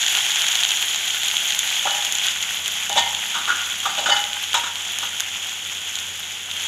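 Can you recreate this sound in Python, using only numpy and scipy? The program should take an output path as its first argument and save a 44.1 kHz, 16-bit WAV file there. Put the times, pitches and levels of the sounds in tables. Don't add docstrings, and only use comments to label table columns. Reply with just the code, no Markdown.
import sys
import numpy as np
from scipy import signal
from scipy.fft import rfft, irfft
from scipy.io import wavfile
from scipy.ndimage import uniform_filter1d, map_coordinates

SR = 44100
rng = np.random.default_rng(int(sys.argv[2]) if len(sys.argv) > 2 else 0)


def to_linear_factor(level_db):
    exponent = np.asarray(level_db, float) / 20
    return 10 ** exponent


def master_out(mix):
    frames = np.transpose(np.atleast_2d(mix))
    ceiling = np.clip(frames, -1, 1)
    pcm = np.round(ceiling * 32767).astype(np.int16)
    wavfile.write(sys.argv[1], SR, pcm)


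N = 294147

# (frequency [Hz], relative density [dB per Hz])
AIR_COLOUR = [(15, -42), (25, -11), (81, 0.5), (135, -3), (194, 0.5), (264, -1.5), (395, 0.5), (530, 0.5),
              (700, -5), (910, -40), (1540, -120)]
# (multiple of ENGINE_HZ [-], light-load level [dB], full-load level [dB], wander [dB])
DRONE_TONES = [(2.7, -10, 0, 3), (3, 0, -18, 2), (5, -17, -8, 2), (6, -7, -1, 1.5), (7, -11, -2, 2.5)]
# (time [s], load [0-1], base level of the tones [dB])
ENGINE_LOAD = [(0, .2, -58), (.9, 0.26, -60.5), (1.3, 0.8, -60.5), (2.4, 0.13, -54.5), (3.05, 0.97, -55.5),
               (3.8, 1, -59.5), (4.14, 1, -56), (4.4, 0, -55.5), (5.46, 0, -56), (6.67, 0, -56.5)]
# (frequency [Hz], t60 [s])
ECHO_T60 = [(300, 0.95), (1500, 0.8), (6000, 0.21)]
# (time [s], relative thud level [dB], thud centre [Hz], relative clack level [dB], contact t60 [s])
KNOCK_EVENTS = [(1.852, -21, 640, -36, 0.11), (1.868, -23, 1250, -24, 0.13),
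                (2.895, -24.5, 710, -25, 0.094), (2.955, -23.5, 700, -27, 0.14),
                (2.967, -19, 915, -14.5, 0.17), (3.343, -26.5, 1200, -26.5, 0.39),
                (3.476, -19.5, 1420, -29, 0.34), (3.852, -22, 1106, -25.5, 0.25),
                (3.976, -26, 636, -24, 0.34), (4.056, -22, 1400, -23, 0.19), (4.085, -20.5, 604, -20, 0.1),
                (4.094, -18, 1445, -16, 0.087), (4.12, -23.5, 1620, -32, 0.26),
                (4.163, -24, 1480, -19, 0.1), (4.54, -17.5, 1130, -13.5, 0.17),
                (4.632, -23.5, 1300, -23, 0.1), (4.66, -25, 1490, -21, 0.079),
                (5.025, -25.5, 1120, -25, 0.13)]
# (frequency [Hz], width [Hz], relative level [dB])
WORKTOP_MODES = [(302, 180, -2), (587, 51, -0.5), (678, 70, -1), (816, 98, 5), (927, 91, 1), (1218, 150, 0),
                 (1448, 185, 4.5), (1661, 200, -7)]
# (frequency [Hz], relative density [dB per Hz])
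CLACK_COLOUR = [(150, -23.5), (1800, -12.5), (3000, 3.5), (3700, 7.5), (4300, -12.5), (5500, -10),
                (6700, -0.5), (8300, -13.5), (15000, -68)]
# (frequency [Hz], relative level [dB], t60 [s])
STEEL_MODES = [(612, -15, .3), (944, 0, .33), (823, -4, .65), (1440, -13, .25), (1740, -12, .3),
               (1832, -6, .3), (2976, -2, .33), (2087, -8, .4), (3032, -3, .25), (3420, -10, .2),
               (3650, -12, .15), (4550, -12, .25), (6690, -13, .12), (5065, -15, .2)]
# (time [s], relative level [dB], hardness [dB per octave over 900 Hz], rim spot [0-1])
VESSEL_BLOWS = [(1.863, -25, -1, .2), (1.912, -23.5, 1, .2), (2.05, -32, -12, 0.6), (2.909, -25.5, 0, .3),
                (2.974, -18.5, 1.5, 0.72), (3.5, -46, 10, .3), (3.872, -40, 6, 0.5), (3.98, -42, 9.5, .3),
                (4.058, -23, 1, 0.35), (4.096, -20.5, 4, 0.34), (4.122, -28.5, 5, 0.33),
                (4.162, -35, 5, 0.2), (4.549, -27, -5, 0.7)]
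# (time [s], relative peak level [dB])
CLEAR_TICKS = [(0.0922, -15), (1.5903, -10), (2.1231, -16), (2.6783, -15), (2.7212, -17), (2.8938, -20),
               (4.4278, -20), (4.5416, -13), (4.9212, -23), (5.0469, -22), (5.2036, -17), (6.1968, -20)]
# (time [s], relative peak level [dB], bubble pitch [Hz])
LOUD_POPS = [(0.0643, -2, 4800), (0.0834, -3, 2800), (0.1514, -2, 3000), (0.3057, -5, 4100),
             (0.4191, -3, 4700), (0.4668, -4, 4500), (0.5292, -6, 3300), (0.5544, -1, 4500),
             (0.635, -1, 3600), (0.6502, -3, 3400), (0.707, -3, 3800), (0.7183, -3, 2700),
             (0.826, -3, 3100), (1.3683, -1, 3000), (1.5479, -6, 4300), (1.5913, -2, 8500),
             (1.6753, -5, 3700), (1.9082, -6, 4200), (2.0492, -5, 5200), (2.124, -4, 7100),
             (2.153, -5, 7500), (2.2681, -5, 4300), (2.6795, -6, 8500), (2.8957, -8, 6500),
             (3.1488, -5, 3100), (3.4558, -8, 3100), (4.332, -7, 3100), (4.44, -9, 3000),
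             (4.7566, -10, 3600), (5.1996, -7, 6400), (5.2049, -2, 6000), (5.4945, -12, 4400),
             (5.988, -10, 4100), (6.5134, -10, 3700)]
# (time [s], relative sizzle level [dB], power share of the coarse colour [0-1])
BOIL_COURSE = [(0.0, -19.5, 0.66), (0.48, -20, 0.2), (0.93, -22, 0.63), (1.93, -21.5, 0.4),
               (2.64, -24, 0.29), (4.22, -26, 0.4), (4.36, -25.5, 0.27), (5.76, -27.5, 0.3),
               (6.06, -28, 0.33), (6.53, -28, 0.27), (6.61, -25, 0.4), (6.67, -25.5, 0.5)]
# (frequency [Hz], relative density [dB per Hz])
COARSE_COLOUR = [(180, -39), (300, -28.5), (404, -18.5), (526, -41.5), (769, -13), (1180, -29.5),
                 (1420, -9.5), (2410, -13), (3190, 1), (5230, -20), (6820, -1), (8310, -23.5), (10600, -16),
                 (15600, -32.5)]
# (frequency [Hz], relative density [dB per Hz])
FINE_COLOUR = [(180, -52.5), (300, -34), (509, -23.5), (535, -23), (850, -10), (1040, -13), (1490, -8),
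               (1620, -11), (3400, 3.5), (4290, -21), (6590, -8), (8450, -21.5), (11400, -20), (15600, -34)]

AIR_DB = -54
ENGINE_HZ, ENGINE_WANDER_RATIO = 30.6, 0.008
REACH_OCT, FAR_DB = 0.33, -18.5
CONTACT_RISE_S, ROCK_RAD = 0.003, 0.45
COOLING_S, COOLING_DB_PER_S = 1.6, 0.2
SMALL_POP_REL_DB, SMALL_POP_HZ, SMALL_TICK_REL_DB = -6, 4110, -19.5
TOP_HZ = 15680


def unit(x):
    return x / np.sqrt(np.mean(x ** 2) + 1e-20)


def along(points, hz):
    f, v = np.transpose(points)
    return np.interp(np.log(hz + 1), np.log(f + 1), v)


def curves(rows):
    s, *cols = np.transpose(rows)
    return [np.interp(np.arange(N) / SR, s, c) for c in cols]


def wobble(rate_hz):
    knots = rng.standard_normal(int(N * rate_hz / SR) + 4)
    return map_coordinates(knots, [np.arange(N) * rate_hz / SR])


def answer(spectrum):
    size = 2 ** 12
    level_db = along(spectrum, np.fft.rfftfreq(size, 1 / SR))
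    cepstrum = irfft(np.log(to_linear_factor(level_db) + 1e-6))
    cepstrum = np.r_[cepstrum[0], 2 * cepstrum[1:size // 2], np.zeros(size // 2)]
    h = irfft(np.exp(rfft(cepstrum)))[:size // 2]
    return h / np.linalg.norm(h)


def through(x, h):
    return signal.fftconvolve(x, h)[:N]


def echo():
    hz, t, z = signal.stft(rng.standard_normal(SR // 2), SR, nperseg=256)
    decay = to_linear_factor(-60 * t / along(ECHO_T60, hz)[:, None])
    tail = signal.istft(z * decay, SR, nperseg=256)[1]
    return tail / np.linalg.norm(tail)


def in_kitchen(sounds, wet_db):
    out = np.zeros(N + 2 * SR)
    for s, direct in sounds:
        wet = to_linear_factor(wet_db) * signal.fftconvolve(direct, echo())
        out[round(s * SR):][:len(direct)] += direct
        out[round((s + 0.006) * SR):][:len(wet)] += wet
    return out[:N]


def cooling(count):
    draw = rng.random((count, 2))
    reached = 1 - np.exp(-(N / SR - 0.05) / COOLING_S)
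    s = -COOLING_S * np.log(1 - draw[:, 0] * reached) + 0.02
    offset_db = -COOLING_DB_PER_S * s + 4 * (draw[:, 1] - 0.5)
    return s, offset_db, rng.standard_normal(count)


def background():
    load, level_db = curves(ENGINE_LOAD)
    load = load.clip(0, 1)
    turns = np.cumsum(ENGINE_HZ * (1 + ENGINE_WANDER_RATIO * wobble(5))) / SR
    drone = np.zeros(N)
    for order, light_db, loaded_db, wander_db in DRONE_TONES:
        tone_db = level_db + light_db + load * (loaded_db - light_db) + wander_db * wobble(9.7)
        drone += np.sqrt(2) * to_linear_factor(tone_db) * np.sin(2 * np.pi * order * turns)
    return drone + to_linear_factor(AIR_DB) * through(rng.standard_normal(N), answer(AIR_COLOUR))


def worktop(centre_hz):
    f = np.geomspace(60, 16000, num=400)
    power = np.zeros(len(f))
    for hz, width_hz, db in WORKTOP_MODES:
        woken = np.exp(-(np.log2(hz / centre_hz) / REACH_OCT) ** 2) + to_linear_factor(2 * FAR_DB)
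        detune = (f - hz * hz / f) / width_hz
        power += to_linear_factor(2 * db) * woken / (1 + detune ** 2) ** 1.23
    return answer(list(zip(f, 10 * np.log10(power + 1e-9))))


def knocks():
    t, sounds = np.arange(SR // 4) / SR, []
    for s, thud_db, hz, clack_db, t60_s in KNOCK_EVENTS:
        envelope = (1 - np.exp(-t / CONTACT_RISE_S)) * to_linear_factor(1.5 - 60 * t / max(t60_s, 0.01))
        grit = to_linear_factor(1.8 * wobble(132)[:len(t)])
        contact = envelope * grit * rng.standard_normal((2, len(t)))
        thud = to_linear_factor(thud_db) * through(contact[0], worktop(hz))
        clack = to_linear_factor(clack_db) * through(contact[1], answer(CLACK_COLOUR))
        sounds.append((s, thud + clack))
    return in_kitchen(sounds, wet_db=-11.5)


def vessel():
    t, sounds = np.arange(SR * 3 // 4) / SR, []
    for s, blow_db, hard_db, spot in VESSEL_BLOWS:
        rock = ROCK_RAD * wobble(45)[:len(t)]
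        reach = np.cos(spot * np.pi / 2), np.sin(spot * np.pi / 2)
        ring = np.zeros(len(t))
        for k, (hz, db, t60_s) in enumerate(STEEL_MODES):
            mode_db = blow_db + hard_db * np.log2(hz / 900) + db + rng.normal(0, 1.5)
            phase = 2 * np.pi * (hz * t + rng.random()) + rock
            ring += reach[k % 2] * to_linear_factor(mode_db - 60 * t / t60_s) * np.sin(phase)
        onset = 1 - np.exp(-t / 0.003)
        sounds.append((s, ring * onset * to_linear_factor(3 * wobble(60)[:len(t)])))
    return in_kitchen(sounds, wet_db=-14)


def ticks():
    spit, t = np.zeros(N), np.arange(SR // 40) / SR
    at_s, offset_db, _ = cooling(count=40)
    s, db = np.transpose(CLEAR_TICKS + list(zip(at_s, SMALL_TICK_REL_DB + offset_db)))
    spit[np.round(s * SR).astype(int)] = to_linear_factor(db - 4.0)
    spray = through(spit, to_linear_factor(-17 - 60 * t / 0.037)) * rng.standard_normal(N)
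    click = answer([(6000, -27), (9000, -3), (11000, 5), (14500, -1), (17000, -34)])
    return through(spit + spray, click / np.abs(click).max())


def pops():
    out, pan, t = np.zeros(N + SR), answer(COARSE_COLOUR)[:600], np.arange(300) / SR
    at_s, offset_db, size = cooling(count=45)
    small = list(zip(at_s, SMALL_POP_REL_DB + offset_db, SMALL_POP_HZ * np.exp(0.3 * size)))
    for s, db, hz in LOUD_POPS + small:
        push = -np.cos(2 * np.pi * hz * t) * np.exp(-t * hz / 0.6)
        spray = to_linear_factor(-15 - 60 * t / 0.012) * rng.standard_normal(len(t))
        pop = np.convolve(push + spray, pan)
        at = round(s * SR) - np.abs(pop).argmax() + 9
        out[at:at + len(pop)] += to_linear_factor(db - 1) * pop / np.abs(pop).max()
    return out[:N]


def bursts(count, spread_db, hz, cycles):
    draw, t = rng.random((count, 2)), np.arange(64) / SR
    pitch_hz = hz * np.exp(0.616 * rng.standard_normal((count, 1))).clip(0.25, 3.5)
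    size = to_linear_factor(spread_db * np.minimum(-np.log(1 - draw[:, 1:]), 3.2))
    ringing = np.cos(2 * np.pi * pitch_hz * t) * np.exp(-t * pitch_hz / cycles)
    wave = size * ringing * np.sqrt(pitch_hz / hz)
    at = (draw[:, :1] * N).astype(int) + np.arange(len(t))
    x = np.bincount(at.ravel(), wave.ravel())[:N]
    z = rfft(x)
    smooth_power = uniform_filter1d(np.abs(z) ** 2, size=3000)
    return unit(irfft(z / np.sqrt(smooth_power), N))


def sizzle():
    level_db, share = curves(BOIL_COURSE)
    share = share.clip(0, 1)
    surge_db = 0.5 * wobble(17) + 0.61 * wobble(35)
    hiss = rng.standard_normal(N) * to_linear_factor(surge_db)
    crackle = bursts(count=14000, spread_db=6.5, hz=4630, cycles=1.97) * to_linear_factor(1.5 * surge_db)
    stream = to_linear_factor(level_db) * (to_linear_factor(-5.0) * hiss + to_linear_factor(-8.5) * crackle)
    coarse = through(stream * np.sqrt(share), answer(COARSE_COLOUR))
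    fine = through(stream * np.sqrt(1 - share), answer(FINE_COLOUR))
    return coarse + fine


def scene():
    return (background() + knocks() + vessel() + ticks() + pops() + sizzle())[None]


def roll_off(x):
    return signal.sosfilt(signal.butter(12, 15720, fs=SR, output="sos"), x)


def record(dry):
    passed = np.fft.rfftfreq(N, 1 / SR) < TOP_HZ
    mix = irfft(rfft(dry) * passed, N)
    return roll_off(mix)


dry = scene()
out = record(dry)
master_out(out)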